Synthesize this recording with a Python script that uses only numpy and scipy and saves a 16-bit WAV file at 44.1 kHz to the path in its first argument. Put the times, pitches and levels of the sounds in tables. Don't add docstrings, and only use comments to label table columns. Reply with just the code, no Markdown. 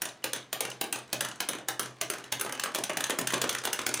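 import sys
import numpy as np
from scipy import signal
from scipy.fft import rfft, irfft, next_fast_len
from scipy.io import wavfile
from scipy.ndimage import uniform_filter1d, minimum_filter1d

SR = 44100
rng = np.random.default_rng(int(sys.argv[2]) if len(sys.argv) > 2 else 0)


def put_to_file(sound):
    columns = np.atleast_2d(sound).T
    safe = np.clip(columns, -1, 1)
    whole_steps = np.round(safe * 32767)
    wavfile.write(sys.argv[1], SR, whole_steps.astype(np.int16))


N = 176400
HIT_T = np.arange(4096) / SR


def undb(db):
    return 10 ** (np.asarray(db) / 20)


def unit(x):
    return x / np.sqrt(np.sum(x ** 2))


def fade(t, t60):
    return np.exp(-np.log(1000) * t / t60)


def along(hz, points, values):
    return np.interp(np.log(np.maximum(hz, 1)), np.log(points), values)


def eq(x, points, db):
    n = 2 * next_fast_len(len(x))
    gain = undb(along(np.arange(n // 2 + 1) * SR / n, points, db))
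    cepstrum = irfft(np.log(gain))
    cepstrum[1:n // 2] *= 2
    cepstrum[n // 2 + 1:] = 0
    return irfft(rfft(x, n) * np.exp(rfft(cepstrum)))[:len(x)]


def add(out, sound, at):
    i = max(int(at * SR), 0)
    out[i:i + len(sound)] += sound[:max(len(out) - i, 0)]


def even(x, width_hz):
    spectrum = rfft(x, 2 * len(x))
    power = np.abs(spectrum) ** 2 + 1e-18
    smooth = np.abs(uniform_filter1d(power, max(int(width_hz * 2 * len(x) / SR), 1)))
    return irfft(spectrum * np.sqrt(smooth / (power + .1 * smooth)))[:len(x)]


def burst(attack_s, hold_s, t60, t=HIT_T):
    envelope = np.minimum(t / attack_s, 1) * fade(np.maximum(t - hold_s, 0), t60)
    half = np.sqrt(envelope)
    return unit(even(rng.standard_normal(len(t)) * half, width_hz=400) * half)


def ring(hz, t60, rise_s):
    tone = np.sin(2 * np.pi * (hz * HIT_T + rng.random()))
    return unit(tone * fade(HIT_T, t60) * (1 - np.exp(-HIT_T / rise_s)))


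# f/Hz, relative level/dB
AIR_EQ = [(25, -15), (60, -12), (95, -9), (125, 0), (200, -4), (500, -5), (1500, -9), (4000, -15),
          (10000, -30), (16000, -43)]


def air():
    return unit(eq(rng.standard_normal(N), *np.transpose(AIR_EQ))) * np.sqrt(N) * undb(-60)


# f/Hz, level/dB, t60/s
REVERB = [(70, -6, .45), (129, 1, .55), (200, 2, .42), (403, 2, .34), (975, .5, .29), (2730, -2, .28),
          (5850, -6, .25), (9870, -9.3, .2), (14900, -12, .16)]


def room_tail(size=24000, bands=12):
    t, hz = np.arange(size) / SR, np.fft.rfftfreq(size, 1 / SR)
    points, db, t60 = np.transpose(REVERB)
    centres = np.geomspace(60, 16000, bands)
    early, onset = fade(t, .5), 1 - np.exp(-t / .004)
    noise = rfft(even(rng.standard_normal(size) * early, width_hz=150) / np.maximum(early, .05))
    tail = 0
    for centre, pick in zip(centres, np.eye(bands)):
        band = along(hz, centres, pick)
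        decay = irfft(noise * band, size) * fade(t, along(centre, points, t60)) * onset
        tail = tail + unit(decay) * np.sqrt(band.mean()) * undb(along(centre, points, db))
    return tail


def echoes(x, count=14):
    place = np.linspace(0, count - 1, N)
    shares = (np.sqrt(np.maximum(1 - np.abs(place - k), 0)) for k in range(count))
    return sum(signal.fftconvolve(x * share, room_tail())[:N] for share in shares)


# t/s, level/dB
REVERB_SEND = [(0, 0), (2.3, 0), (2.9, -1.8), (4, -1.8)]


def room(x, boom_hz=126.5):
    t = np.arange(SR) / SR
    boom = unit(np.sin(2 * np.pi * boom_hz * t) * fade(t, .45) * (1 - np.exp(-t / .0186)))
    send_db = np.interp(np.arange(N) / SR, *np.transpose(REVERB_SEND))
    boom_db = -14.5 + 2.5 * send_db
    mid = x + echoes(x * undb(send_db)) + signal.fftconvolve(x * undb(boom_db), boom)[:N]
    side = undb(-22.5) * signal.fftconvolve(x, room_tail())[:N] + undb(-21.5) * np.gradient(x)
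    side = eq(side, [60, 300, 1200, 3500, 9000], [2, -6, -7, 4, 2])
    return np.array([mid + side, mid - side])


# t/s, level/dB
RATTLE_RIDE = [(0, -66), (1.2, -65), (2.0, -65), (2.6, -51), (3.2, -50.5), (4, -49)]


def rattle(per_s=90):
    t = HIT_T[:len(HIT_T) // 6]
    out = np.zeros(N)
    for place, size in rng.random((int(per_s * N / SR), 2)):
        add(out, burst(.0005, .001, .018, t) * np.exp(2.8 * size), place * N / SR)
    patter = eq(out, [100, 350, 1600, 3200, 5000, 9500, 15000], [-13.5, 3, 1, -6.5, -9, -14, -28])
    ride_db = np.interp(np.arange(N) / SR, *np.transpose(RATTLE_RIDE))
    return unit(patter) * np.sqrt(N) * undb(ride_db)


# t/s, level/dB
TICK_CUES = [(1.077, -30), (1.1, -33), (2.205, -28), (2.26, -29)]


def ticks():
    out = np.zeros(N)
    for at, db in TICK_CUES:
        tick = eq(burst(.001, .003, .02), [300, 3000, 5000, 9500, 14000], [-4, 3, -4, -5, -22])
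        add(out, unit(tick) * undb(db), at)
    return out


# t/s, level/dB, f/Hz
PING_CUES = [(0.093, -22, 3900), (0.227, -28, 2900), (0.428, -25, 3650), (0.715, -13, 2900),
             (1.313, -18, 2900), (2.240, -22, 2900)]


def pings():
    out = np.zeros(N)
    for at, db, hz in PING_CUES:
        add(out, undb(db) * ring(hz, t60=.018, rise_s=.001), at)
    return out


# f/Hz, snap level/dB, return level/dB, landing level/dB
SHELL_EQ = [(50, -32, -32, -26), (120, -9, -11, -4), (200, -5, -7, -1), (310, 2.5, -2, 4.5),
            (480, -1, -3, 3), (750, 1, -2, 2.5), (1072, 1, -2, 4), (1630, 3.5, 3.5, 5.5), (2120, 1, -1, 1),
            (3334, 2, 1, 1), (4955, -2, -4.5, -5), (6430, 1, 2, 0), (7460, -4, -5, -4), (8300, -2, 1, -3),
            (9230, -.5, 1.5, -2), (10700, -2, 0, -5), (11470, -7, -8, -8), (12980, -14, -11, -16),
            (14900, -3, -7, -13), (16250, -14, -20, -24)]
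# f/Hz, t60/s, snap level/dB, return level/dB, landing level/dB
TIN_MODES = [(1562.2, .02, -23, -20, -23), (2770, .025, -25, -18, -23), (2923.5, .025, -21, -22, -24),
             (3408, .05, -23, -27, -28), (6160, .08, -23, -16, -19), (6249.3, .15, -25, -20, -23),
             (6850, .035, -17, -22, -25), (9280, .03, -20, -19, -21), (9900, .04, -21, -17, -18),
             (10690, .028, -15, -13, -23), (14100, .05, -22, -18, -30), (14216, .07, -13, -23, -27),
             (14620, .05, -23, -16, -29), (14800, .05, -20, -23, -28)]
SNAP, RETURN, LANDING = range(3)


def tin_hits(cues, kind, gain_db, attack_s, chatter_s, treble_t60, bass_t60, knock_db):
    modes, shell = np.array(TIN_MODES), np.array(SHELL_EQ)
    out = np.zeros(N)
    for at, db, bass, mid, top, knock_hz, *_ in cues:
        crack = eq(burst(attack_s, chatter_s, treble_t60), [300, 1200, 2500], [-20, -3, 0])
        body = eq(burst(.002, chatter_s, bass_t60), [600, 1200, 4000], [0, -3, -25])
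        tin = unit(eq(crack + body, shell[:, 0], shell[:, 1 + kind]))
        for hz, t60, mode_db in modes[:, [0, 1, 2 + kind]]:
            detune, scatter_db = rng.standard_normal(2) * [.007, 2.5]
            tin += undb(mode_db + scatter_db) * ring(hz * (1 + detune), t60, attack_s)
        knock = undb(knock_db) * ring(knock_hz, t60=.03, rise_s=.002)
        hit = eq(tin + knock, [110, 180, 700, 1200, 2800, 4200, 8000, 10500],
                 [bass / 2, bass, bass, mid, mid, 0, 0, top])
        add(out, hit * undb(db + gain_db), at)
    return out


# t/s, relative level/dB, bass EQ/dB, mid EQ/dB, top EQ/dB, knock f/Hz
LANDING_CUES = [(0.053, -14.5, 1.5, -1.0, 3.0, 650.0), (0.087, -22, 1.0, -3, -2, 390.0),
                (0.36, -16.5, -3.5, -0.0, -2.5, 500.0), (0.65, -15.0, 2.5, 4.5, 0.0, 370.0),
                (0.7, -18, -6, -8.0, -1, 620.0), (0.715, -22, -5, 1, -12, 350.0),
                (0.839, -21.5, -0.5, 0.5, 6.0, 800.0), (0.957, -16.5, 1, -0.5, -0.0, 660.0),
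                (0.986, -21.0, -5.5, -5.5, -2.0, 790.0), (1.247, -12.5, -5.0, 2.0, 3.0, 370.0),
                (1.285, -19.0, 2.0, -3.0, 1.5, 800.0), (1.313, -20.5, -3.5, -4.0, -17.5, 310.0),
                (1.356, -27.5, -3.0, -3.0, -3.0, 290.0), (1.531, -18.0, 6, 5.0, -4.0, 360.0),
                (1.549, -24, 0, 0, 2, 400), (1.584, -20.5, 1.0, -1.5, -8.5, 290.0),
                (1.829, -19.0, 0, -0.5, 3.5, 690.0), (1.857, -17.0, -7.0, -3.0, -6.5, 330.0),
                (2.135, -16.5, 0.0, 2.5, -0.0, 680.0), (2.182, -23, 0, 1, 0, 400),
                (2.239, -24.5, -1.5, 2.0, -2.0, 320.0), (2.319, -15, -2, -2, 1, 600),
                (2.3955, -14.0, -6.5, -1.5, 2.0, 580.0), (2.447, -17.5, 3.5, -1.5, 2.0, 720.0),
                (2.461, -20.0, 6.5, 7.5, -2.0, 290.0), (2.493, -20.0, -2.0, 3.0, 1.0, 620.0),
                (2.549, -22, 2, 3, -2, 500), (2.657, -21.0, 12.5, 9.5, 1.5, 370.0),
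                (2.7565, -13.5, 7.0, 1.0, 8.0, 780.0), (2.784, -13.0, 2.5, -6.5, 1.5, 430.0),
                (2.8945, -13.0, 7.5, 3.0, -2.0, 400.0), (2.9, -19.5, 5.0, 11.0, 2.5, 390.0),
                (2.931, -21.0, -6.0, 1.5, -3.0, 450.0), (3.0052, -10.5, -2.0, 1.5, 3.5, 540.0),
                (3.065, -19, 0, 1, 1, 500), (3.0955, -10.5, 8, 1.5, 4.5, 650.0),
                (3.1032, -8.0, -7.0, 0.5, 0.0, 360.0), (3.211, -13.0, 5.5, -1.5, 0.5, 360.0),
                (3.303, -14.0, -9.0, 4.5, 1.5, 730.0), (3.322, -14.5, -2.5, -3.0, 4.5, 600.0),
                (3.3335, -10.0, 7.5, 1.0, -8.0, 600.0), (3.338, -4.5, -6.0, 0.0, -1.5, 390.0),
                (3.377, -19, 0, 0, 0, 450), (3.439, -11.5, 9, 3.0, -2.0, 450.0),
                (3.526, -12.5, -9.0, -6.0, -1.0, 550.0), (3.548, -11.0, -2.0, 3.5, 1.5, 380.0),
                (3.5835, -12.0, -7.5, -5.5, -7.0, 430.0), (3.636, -17, 1, 1, 0, 400),
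                (3.645, -19, 0, 0, 2, 400), (3.672, -11.5, 7.5, 0.5, -2.0, 360.0),
                (3.7891, -9.5, -1, 2.5, -3.0, 390.0), (3.814, -16.5, 1.5, -5.5, -2.5, 370.0),
                (3.889, -8.5, -2.5, -7.5, -3.5, 320.0), (3.972, -13.0, -7.5, -3.5, -10.5, 710.0),
                (3.996, -12, -2, 0, 0, 500)]


def feet():
    return tin_hits(LANDING_CUES, LANDING, gain_db=5.6, attack_s=.0016, chatter_s=.004,
                    treble_t60=.02, bass_t60=.025, knock_db=-19)


def cam_scrapes(cues, lead_s=.006):
    out = np.zeros(N)
    for at, db, *_ in cues:
        scrape = eq(burst(.001, lead_s, .02), [200, 1500, 5000, 10000, 14000], [-10, 3, -2, -6, -24])
        add(out, unit(scrape) * undb(db - 22), at - lead_s)
    return out


def panels(cues, gain_db, attack_s):
    out = np.zeros(N)
    for at, db, *_, panel_hz, panel_db in cues:
        add(out, undb(gain_db + db + panel_db) * ring(panel_hz, t60=.012, rise_s=attack_s), at)
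    return out


# t/s, relative level/dB, bass EQ/dB, mid EQ/dB,
# top EQ/dB, knock f/Hz, panel f/Hz, panel level against the stroke/dB
SNAP_CUES = [(0.0182, -6, 0, -3, 3.5, 860, 9500, -10), (0.2405, -6.5, 1, 2, 2, 540, 2600, -11),
             (0.528, -7.5, 2, 0, 2.5, 650, 1450, -11), (0.8115, -7.5, 6.5, 4, 5.5, 780, 2950, -13),
             (1.1286, -5, 3, -1, .5, 670, 4450, -6), (1.403, -6, 2.5, 1, 0, 310, 2930, -7),
             (1.6844, -4, 2.5, -2, -.5, 790, 6850, -8), (2.0119, -5, 3, 0, .5, 670, 7000, -10),
             (2.323, -5.5, -2, 1, .5, 600, 5350, -12), (2.596, -8, -8, 0, -4, 810, 1680, -7),
             (2.7472, -6, -1, 0, 0, 640, 1350, -9), (2.9705, -6, 5.5, 1, -1.5, 760, 1750, -11),
             (3.187, -5, 4.5, 0, 2.5, 780, 1300, -8), (3.4153, -2.5, -1, -.5, -1.5, 440, 7000, -10),
             (3.6518, -7, 1, 2, 4.5, 890, 9300, -9), (3.8642, -2.5, 0, -1, 0, 330, 2200, -12)]
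RETURN_CUES = [(0.332, -6, 3.5, -1.5, 0, 560, 10690, -12), (0.6054, -5.5, 6, 2, 2, 580, 10000, -12),
               (0.9259, -5.5, 2, .5, 1, 580, 10700, -9), (1.207, -5, 3.5, .5, .5, 580, 2850, -8),
               (1.4875, -6.5, 4.5, -.5, 3, 560, 2880, -12), (1.794, -5.5, 1.5, 0, 3, 550, 10700, -8),
               (2.0996, -7, 4.5, 0, .5, 390, 2850, -10), (2.4106, -9, 2, 2.5, 7.5, 550, 2900, -10),
               (2.523, -12, 11, 4.5, -.5, 550, 1300, -12), (2.6362, -4, 2.5, -1.5, -5, 540, 4450, -11),
               (2.837, -5.5, -8, -2, -2, 800, 9400, -9), (3.0396, -2.5, -10, -2.5, -8.5, 540, 6200, -9),
               (3.2714, -3, -7, -2, -4, 800, 3650, -11), (3.4924, -2.5, -10, -.5, -2.5, 680, 6100, -9),
               (3.7295, -3.5, -4.5, 1.5, .5, 810, 1600, -13), (3.94, -2.5, -4, -.5, -2.5, 900, 6200, -8)]


def lever(snap_db=3.8, return_db=3.6, attack_s=.0008):
    snaps = tin_hits(SNAP_CUES, SNAP, snap_db, attack_s, chatter_s=.003,
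                     treble_t60=.022, bass_t60=.03, knock_db=-15)
    returns = tin_hits(RETURN_CUES, RETURN, return_db, attack_s, chatter_s=.003,
                       treble_t60=.02, bass_t60=.028, knock_db=-22)
    rings = panels(SNAP_CUES, snap_db, attack_s) + panels(RETURN_CUES, return_db, attack_s)
    return cam_scrapes(SNAP_CUES) + snaps + returns, rings


def scene():
    clacks, panel_rings = lever()
    toy = clacks + feet() + ticks() + rattle()
    bed = air() + undb(-22) * air() * np.array([[1], [-1]])
    return bed + room(toy) + pings() + panel_rings


def record(dry, limit_db=-14, limit_s=.001, top_hz=16300):
    needed = np.minimum(undb(limit_db) / (np.abs(dry).max(axis=0) + 1e-9), 1)
    span = int(limit_s * SR)
    gain = uniform_filter1d(minimum_filter1d(needed, span), span)
    return signal.sosfilt(signal.ellip(8, .2, 70, top_hz, fs=SR, output="sos"), dry * gain)


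dry = scene()
out = record(dry)
put_to_file(out)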